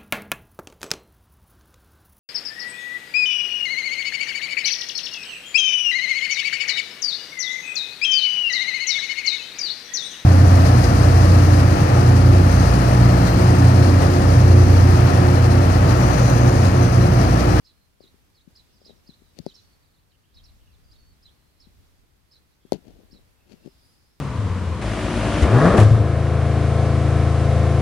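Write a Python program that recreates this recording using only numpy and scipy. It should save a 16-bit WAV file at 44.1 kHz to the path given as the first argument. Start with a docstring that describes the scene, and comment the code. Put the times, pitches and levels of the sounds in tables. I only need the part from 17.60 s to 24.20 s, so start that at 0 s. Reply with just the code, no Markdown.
"""Over a soft hiss and the twitter of their colony, bee-eaters give short rolling whistles in open country.
A small songbird trills far behind them. Fingers knock and rub on the camera, close to its left
microphone opening, making the body thump and the shell tick. Three light gusts rumble on the openings,
and a far bird wheezes near the end. The recorder turns the background down in the pauses."""
import sys
import numpy as np
from scipy import signal
from scipy.fft import rfft, irfft, next_fast_len
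from scipy.io import wavfile
from scipy.ndimage import uniform_filter1d

SR = 44100
rng = np.random.default_rng(int(sys.argv[2]) if len(sys.argv) > 2 else 0)


def pcm_store(signal):
    """Save signal as 16-bit PCM."""
    levels = np.round(np.clip(np.atleast_2d(signal), -1, 1) * 32767)
    wavfile.write(sys.argv[1], SR, levels.astype(np.int16).T)


N = 291114
TIME = np.arange(N) / SR

# The tone colours of five noises. Each row: frequency in Hz, strength there in dB.
HISS_COLOUR = [(60, -17.5), (120, -9.5), (300, -10), (600, -14), (1000, -15), (2100, -17.5), (4300, -22),
               (6000, -25.5), (9000, -24.5), (14200, -25), (15800, -31)]
DRONE_COLOUR = [(20, -9), (45, -1.5), (68, 0), (100, -5.5), (160, -12), (300, -18.5), (700, -32.5)]
RUMBLE_COLOUR = [(30, -7.5), (110, -4), (175, 8.5), (260, 3), (400, 1), (700, -9.5), (950, -17.5),
                 (1250, -41.5), (3000, -62)]
HIGH_HISS_COLOUR = [(800, -23), (1500, 1), (3000, 4.5), (4500, 0.5), (7000, -2.5), (8500, -16),
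                    (11000, -12.5), (16000, -24)]
WIND_COLOUR = [(20, -8), (45, 1.5), (68, -2), (100, -6), (150, -19), (250, -23.5), (500, -44)]
# How loud the colony twitters. Each row: time in seconds, level in dB.
COLONY_LEVELS = [(0.0, -69), (0.18, -77), (0.99, -74.5), (1.14, -69), (1.58, -75.5), (1.99, -66),
                 (2.35, -84), (2.54, -76), (3.51, -75), (3.77, -78.5), (4.26, -74), (4.56, -77),
                 (5.37, -76.5), (5.88, -80), (6.16, -70.5), (6.6, -77)]
# Three call shapes, each a high arch, a flat part near 4 kHz and a dip.
# Each row: seconds into the call, pitch in Hz, level in dB.
ROLL = [(0, 4100, -13), (.005, 4650, -6), (.009, 5200, 0), (.020, 5450, -1), (.026, 4050, -6),
        (.032, 4250, -1), (.039, 4750, -7), (.047, 4050, -16), (.052, 4040, -4), (.064, 4200, -5),
        (.074, 3150, -18)]
SLUR = [(0, 3950, -11), (.006, 5100, -6), (.013, 5500, -4), (.023, 3950, -9), (.035, 4250, 1),
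        (.052, 3980, -3), (.057, 3180, -15), (.064, 3330, -5), (.077, 4200, -13)]
SLIDE = [(0, 4300, -10), (.014, 5200, -3), (.021, 4450, -10), (.038, 4120, 0), (.046, 3950, -7),
         (.058, 3250, -15), (.074, 3850, -7), (.081, 4300, -6), (.087, 4300, -18)]
# Bee-eater calls. Each row: start in seconds, shape, level in dB, pitch factor, length factor.
BEE_EATER_CALLS = [(0.041, ROLL, -54, 0.97, 0.98), (0.401, SLIDE, -54, 1, 0.98),
                   (0.745, SLIDE, -57, 0.9905, 0.88), (.950, ROLL, -52, 0.98, 0.8329),
                   (1.246, ROLL, -50.5, 0.95, 0.94), (1.463, SLIDE, -53, 0.99, 1),
                   (1.855, SLUR, -50.5, 0.97, 0.97), (1.937, ROLL, -52, 1, 0.93),
                   (2.741, SLUR, -53.5, 0.97, 0.94), (2.832, ROLL, -56, 0.995, 1.0),
                   (3.308, ROLL, -58.5, 0.95, .95), (3.622, SLUR, -55, 0.97, 1.08),
                   (3.994, ROLL, -55.5, 1, 0.92), (4.706, ROLL, -54.5, 0.98, 0.9956),
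                   (5.507, ROLL, -56, 0.98, 1.05)]
# The songbird's trills. Each row: start and length in seconds, first and last pitch in Hz,
# swings per second, level in dB.
TRILLS = [(.13, 0.14, 4190, 4130, 107, -72.5), (1.11, .08, 5680, 4320, 36, -67.5),
          (1.201, 0.073, 4800, 5630, 37, -62.5), (1.353, .05, 5720, 4920, 50, -75),
          (1.547, 0.18, 3960, 3800, 55, -72), (2.004, 0.17, 4530, 4400, 63, -69),
          (2.212, 0.23, 4350, 3810, 23, -69.5), (2.496, 0.028, 4800, 3681, 90, -64),
          (2.518, .04, 3000, 2862, 55, -64), (2.63, 0.16, 2830, 3880, 42, -71),
          (2.994, 0.15, 3050, 2490, 62, -70), (3.115, 0.045, 4461, 3520, 47, -66.5),
          (3.24, 0.097, 4770, 4700, 68, -68), (3.348, 0.18, 4400, 4470, 107, -66),
          (3.51, 0.039, 4880, 3500, 70, -72), (3.684, 0.39, 4250, 4070, 180, -75),
          (4.87, 0.079, 4810, 3660, 37, -73), (5.003, 0.17, 3380, 3400, 58, -73),
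          (5.743, 0.38, 2580, 2760, 110, -74.5)]
# Soft fingertip taps. Each row: start in seconds, push in dB, contact time in seconds.
SOFT_TAPS = [(.4053, -27, 0.0021), (0.439, -38, 0.0027), (.542, -40.5, .0031), (0.8747, -29, 0.0044),
             (1.216, -36.5, 0.001956), (1.263, -37.5, 0.0024), (1.296, -32, 0.0021), (1.306, -36, .002),
             (1.4907, -28.5, 0.0042197), (1.619, -37.5, .0034), (4.0695, -36.5, 0.0045),
             (5.0507, -28, 0.003162), (5.3888, -33.5, 0.0034), (5.5281, -33, 0.0042),
             (5.938, -30.5, 0.004092), (6.0597, -21.5, 0.0031), (6.075, -22.5, 0.003)]
# Hard knocks. Each row: start in seconds, push in dB, contact time in seconds,
# bass cutoff in Hz, tick level in dB.
HARD_KNOCKS = [(1.7887, -27, 0.001961, 171, -20.5), (1.7991, -26.5, .0042, 80, -55),
               (1.8644, -14.5, .0017, 199, -26), (5.1218, -0.64, 0.00169, 334, -12.5),
               (5.1316, -40.5, .0013, 205.4, -17.5)]
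# How the camera's body and hard shell ring. Each row: frequency in Hz, width in Hz, level in dB.
BODY_RINGS = [(166.9, 65, 2.5), (234.3, 28, -6), (380, 38.1, -0.5), (551, 78, -5.5)]
SHELL_RINGS = [(2262.5, 400, -4.5), (4457, 226, 12.5), (5420, 2540, 4), (10800, 2870, 0)]
# Rustles. Most are finger rubs; at 1.787 s a brief high hiss and rumble swell into the knock.
# Each row: peak, rise and fall times in seconds, rumble and high hiss levels in dB.
RUSTLES = [(.445, 0.043, 0.09, -60, -71.5), (1.299, 0.24, 0.19, -55, -76),
           (1.787, 0.035, 0.014, -45.5, -53), (1.81, .004, 0.3, -59.5, -68),
           (5.139, 0.0098, 0.031, -25.5, -45), (5.283, .074, 0.1607, -44.5, -63),
           (5.404, 0.013, 0.0692, -48.5, -69), (5.551, 0.05085, 0.11, -52, -73.5),
           (5.925, 0.085, 0.06748, -46.5, -57), (6.069, 0.067, 0.025, -45, -61.5)]
# Three gusts, one list for each. Each row: time in seconds, level in dB.
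GUST_LEVELS = [
    [(2.7, -73), (2.77, -54.5), (3.36, -57), (3.532, -52), (3.564, -72), (3.642, -58), (3.8, -73)],
    [(3.95, -74), (3.978, -83.5), (3.994, -53.5), (4.144, -61), (4.202, -49.5), (4.254, -60.5), (4.45, -63)],
    [(5.25, -64), (5.27, -70), (5.298, -54.5), (5.52, -64), (5.534, -56.5), (5.636, -57), (5.8, -86)],
]
# The far wheeze. Each row: time in seconds, pitch in Hz, level in dB.
WHEEZE_SHAPE = [(5.97, 5090, -85), (6.08, 4980, -75.5), (6.17, 4980, -79), (6.24, 4925, -72),
                (6.42, 4910, -76.5), (6.5, 5150, -75.5), (6.6, 4910, -79)]


def from_db(db):
    """Turn decibels into a factor to multiply a sound by."""
    return 10 ** (np.asarray(db) / 20)


def rms_one(x):
    """Scale a sound so its average strength (rms) is 1."""
    return x / np.sqrt(np.mean(x ** 2) + 1e-20)


def in_time(rows, t=TIME):
    """Join a table's points with straight lines, giving one curve for each column after the time."""
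    times, *columns = np.transpose(rows)
    return [np.interp(t, times, column) for column in columns]


def pan(left_db):
    """Left and right gains that make the left side louder by left_db."""
    return from_db([[left_db / 2], [-left_db / 2]])


def filtered(x, kind, hz, order=2):
    """Keep the "low" part, the "high" part or a "band" of a sound."""
    return signal.sosfilt(signal.butter(order, hz, kind, fs=SR, output="sos"), x + 1e-18)


def drift(rate_hz):
    """A smooth random wobble, about 1 in size."""
    return rms_one(filtered(rng.standard_normal(N + SR), "low", rate_hz)[SR:])


def noise(colour):
    """Noise of strength 1 with a given tone colour, falling away above the table's last row."""
    hz, level_db = np.transpose(colour)
    size = next_fast_len(N)
    f = np.maximum(np.fft.rfftfreq(size, 1 / SR), 1)
    gain = from_db(np.interp(np.log(f), np.log(hz), level_db))
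    edges = f / (f + 10) / np.maximum(f / hz[-1], 1) ** 4
    return rms_one(irfft(rfft(rng.standard_normal(size)) * gain * edges, size)[:N])


def wide_noise(colour, shared):
    """Stereo noise, partly shared by the two sides."""
    common = noise(colour)
    return np.sqrt(shared) * common + np.sqrt(1 - shared) * np.array([noise(colour), noise(colour)])


def resonate(x, rings):
    """Let a sound set an object ringing at several frequencies at once."""
    out = 0
    for hz, width_hz, level_db in rings:
        r = np.exp(-np.pi * width_hz / SR)
        feed = np.array([1, 0, -1]) * (1 - r * r) / 2
        feedback = [1, -2 * r * np.cos(2 * np.pi * hz / SR), r * r]
        out = out + from_db(level_db) * signal.lfilter(feed, feedback, x + 1e-18)
    return out


def add(track, start_s, sound):
    """Mix a sound into a track."""
    at = max(round(start_s * SR), 0)
    track[..., at:at + sound.shape[-1]] += sound[..., :max(N - at, 0)]


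def outdoors(x, early_db, early_s, tail_db, tail_s=.5):
    """Add quick echoes from nearby ground and walls, and a thin tail that drops 60 dB in tail_s."""
    t = np.arange(SR // 2) / SR
    early = rng.standard_normal((2, len(t))) * (rng.random((2, len(t))) < 900 / SR)
    early *= np.exp(-t / early_s) * (t > .001)
    tail = rng.standard_normal((2, len(t))) * from_db(-60 * t / tail_s) * (1 - np.exp(-t / early_s))
    paths = sum(from_db(db) * echoes / np.linalg.norm(echoes, axis=1, keepdims=True)
                for db, echoes in [(early_db, early), (tail_db, tail)])
    paths[:, 0] += 1  # the direct sound
    return signal.fftconvolve(x[None], paths, axes=1)[:, :N]


def background(hiss_db=-65.5, drone_db=-62):
    """A steady hiss and a faint low drone."""
    hiss = from_db(hiss_db) * wide_noise(HISS_COLOUR, shared=.033) * pan(-1.3)
    drone = from_db(drone_db) * wide_noise(DRONE_COLOUR, shared=.39) * pan(3)
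    return hiss + drone


def colony(count=4, centre_hz=4600, spread=.23, syllable_db=6, gain_db=1):
    """Very distant birds slide about in pitch, heard almost wholly through their echoes."""
    level_db, = in_time(COLONY_LEVELS)
    voices = np.zeros(N)
    for _ in range(count):
        syllables = from_db(syllable_db * np.tanh(drift(31.416)))
        hz = centre_hz * np.exp(spread * drift(50))
        voices += syllables * np.sin(2 * np.pi * np.cumsum(hz) / SR)
    blended = outdoors(voices, early_db=15, early_s=.035, tail_db=10)
    return from_db(level_db + gain_db) * rms_one(blended) * pan(-1.6)


def bee_eaters(waver=.013, jitter=.028, flutter_db=2.5, hoarse_db=-17, edge_s=.00045, overtone_db=-32):
    """Each call is a whistle that wavers around its shape, with a fast rasp in pitch and strength."""
    out = np.zeros((2, N))
    unsteady = 1 + waver * drift(60) + jitter * drift(800)
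    rasp = from_db(flutter_db * drift(210)) * (1 + from_db(hoarse_db) * drift(2250))
    for start, shape, level_db, pitch, stretch in BEE_EATER_CALLS:
        t = np.arange(int(shape[-1][0] * stretch * SR)) / SR
        hz, shape_db = in_time(shape, t / stretch)
        hz = uniform_filter1d(hz, size=130) * pitch * np.interp(start + t, TIME, unsteady)
        phase = 2 * np.pi * np.cumsum(hz) / SR
        tone = np.sin(phase) + from_db(overtone_db) * np.sin(2 * phase)
        swell = from_db(level_db + shape_db) * np.clip(np.minimum(t, t[-1] - t) / edge_s, 0, 1)
        whistle = swell * np.interp(start + t, TIME, rasp) * tone
        add(out, start, outdoors(whistle, early_db=-2.5, early_s=.013, tail_db=-12, tail_s=.35))
    return out * pan(-3.1)


def far_songbird(swing_hz_per_s=11000, pulse_db=1.5, jitter=.01, distance_db=-3, shimmer_db=3.5):
    """Gliding trills, loudest at the top of each swing, fade in and out through moving air."""
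    song = np.zeros(N)
    unsteady = 1 + jitter * drift(300)
    for start, length, first_hz, last_hz, rate, level_db in TRILLS:
        t = np.arange(int(length * SR)) / SR
        swing = np.sin(2 * np.pi * rate * t)
        glide_hz = first_hz + (last_hz - first_hz) * t / length
        depth_hz = swing_hz_per_s / rate  # slow trills swing wide, fast ones only a little
        hz = (glide_hz + depth_hz * swing) * np.interp(start + t, TIME, unsteady)
        swell = from_db(level_db + pulse_db * swing) * signal.windows.tukey(len(t), .15)
        add(song, start, swell * np.sin(2 * np.pi * np.cumsum(hz) / SR))
    carried = song * from_db(distance_db + shimmer_db * drift(45))
    return outdoors(carried, early_db=-4, early_s=.01, tail_db=-10) * pan(-3)


def knocks(body_db=2, shell_db=1, tap_tick_db=-30, tick_s=.000063, grit_db=-20, grit_s=.0011):
    """A finger thumps the body, duller the longer it touches; the shell ticks and grates briefly."""
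    thumps, ticks = np.zeros((2, N))
    t = np.arange(SR // 15) / SR
    taps = [(start, db, contact_s, 1 / contact_s, db + tap_tick_db) for start, db, contact_s in SOFT_TAPS]
    for start, push_db, contact_s, cutoff_hz, tick_db in HARD_KNOCKS + taps:
        push = from_db(push_db) * np.sin(np.pi * np.minimum(t / contact_s, 1)) ** 2
        add(thumps, start, filtered(push, "high", cutoff_hz))
        grit = from_db(grit_db) * rng.standard_normal(len(t)) * np.exp(-t / grit_s)
        add(ticks, start, from_db(tick_db) * (np.exp(-t / tick_s) + grit))
    thumps = filtered(thumps, "high", hz=70, order=1)  # slow pressure changes leak out of the opening
    ticks = filtered(ticks, "band", hz=[1900, 11500])  # the thin shell gives off only treble
    body = thumps + resonate(thumps, BODY_RINGS)
    return from_db(body_db) * body + from_db(shell_db) * resonate(ticks, SHELL_RINGS)


def rustles(grain_db=3, fade_db=20, ring_db=-8):
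    """A low rumble and a high hiss with a ring near 4.5 kHz swell and fade unevenly together."""
    rumble, hiss = noise(RUMBLE_COLOUR), noise(HIGH_HISS_COLOUR)
    hiss += from_db(ring_db) * rms_one(resonate(rng.standard_normal(N), SHELL_RINGS[1:2]))
    out = np.zeros(N)
    for peak_s, rise_s, fall_s, rumble_db, hiss_db in RUSTLES:
        span = slice(max(int((peak_s - 10 * rise_s) * SR), 0), int((peak_s + 10 * fall_s) * SR))
        from_peak = np.maximum((peak_s - TIME[span]) / rise_s, (TIME[span] - peak_s) / fall_s)
        rustle = from_db(rumble_db) * rumble[span] + from_db(hiss_db) * hiss[span]
        out[span] += from_db(-fade_db * from_peak) * rustle
    return out * from_db(grain_db * drift(120))


def wind(gain_db=.1, buffet_db=2):
    """Gusts beat on the microphone openings, each opening getting mostly its own rumble."""
    gusts = sum(from_db(in_time(gust)[0]) * (TIME > gust[0][0]) * (TIME < gust[-1][0])
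                for gust in GUST_LEVELS)
    buffeting = from_db(gain_db + buffet_db * drift(34))
    return gusts * buffeting * wide_noise(WIND_COLOUR, shared=.077) * pan(-.65)


def wheeze(spread=.044503, shake_hz=260, overtone_db=-5, gain_db=2):
    """A long note shakes in pitch so fast that it rasps; its overtone grows with the bird's effort."""
    hz, effort_db = in_time(WHEEZE_SHAPE)
    phase = 2 * np.pi * np.cumsum(hz * (1 + spread * drift(shake_hz))) / SR
    overtone = from_db(overtone_db + effort_db - effort_db.max()) * np.sin(2 * phase)
    swell = from_db(gain_db + effort_db) * (TIME > WHEEZE_SHAPE[0][0])
    return outdoors(swell * (np.sin(phase) + overtone), early_db=3.5, early_s=.013, tail_db=-15)


def smooth(x, seconds):
    """Follow a changing value with a lag."""
    r = np.exp(-1 / (seconds * SR))
    return signal.lfilter([1 - r], [1, -r], x)


def noise_suppressor(x, threshold_db=-60.5, opening_db=6, shut_db=-3.5, hold_s=.11, closing_s=.36):
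    """The recorder opens up for each louder sound, holds briefly, then lowers the level in the pause."""
    power = np.mean(filtered(x, "high", hz=55) ** 2, axis=0)
    level_db = 10 * np.log10(smooth(power, seconds=.027) + 1e-12)
    # 0 is shut and 1 is open; anything above 1 takes time to sink away, which makes the hold
    opened = np.clip((level_db - threshold_db) / opening_db, 0, 1 + hold_s / closing_s)
    sinking = TIME / closing_s
    held = np.minimum(np.maximum.accumulate(opened + sinking) - sinking, 1)
    return x * from_db(shut_db * (1 - smooth(held, seconds=.0063)))


def scene(right_side_db=-41):
    """Birds and air reach both sides; knocks and rustles are heard almost only on the left."""
    birds = colony() + bee_eaters() + far_songbird() + wheeze()
    close_sounds = (knocks() + rustles()) * from_db([[0], [right_side_db]])
    return background() + birds + close_sounds + wind()


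def record(dry):
    """The recorder turns the pauses down and steeply cuts the highest treble."""
    cutoff_hz = 15800
    treble_cut = signal.ellip(10, .1, 70, cutoff_hz, fs=SR, output="sos")
    return signal.sosfilt(treble_cut, noise_suppressor(dry))


dry = scene()
out = record(dry)
pcm_store(out)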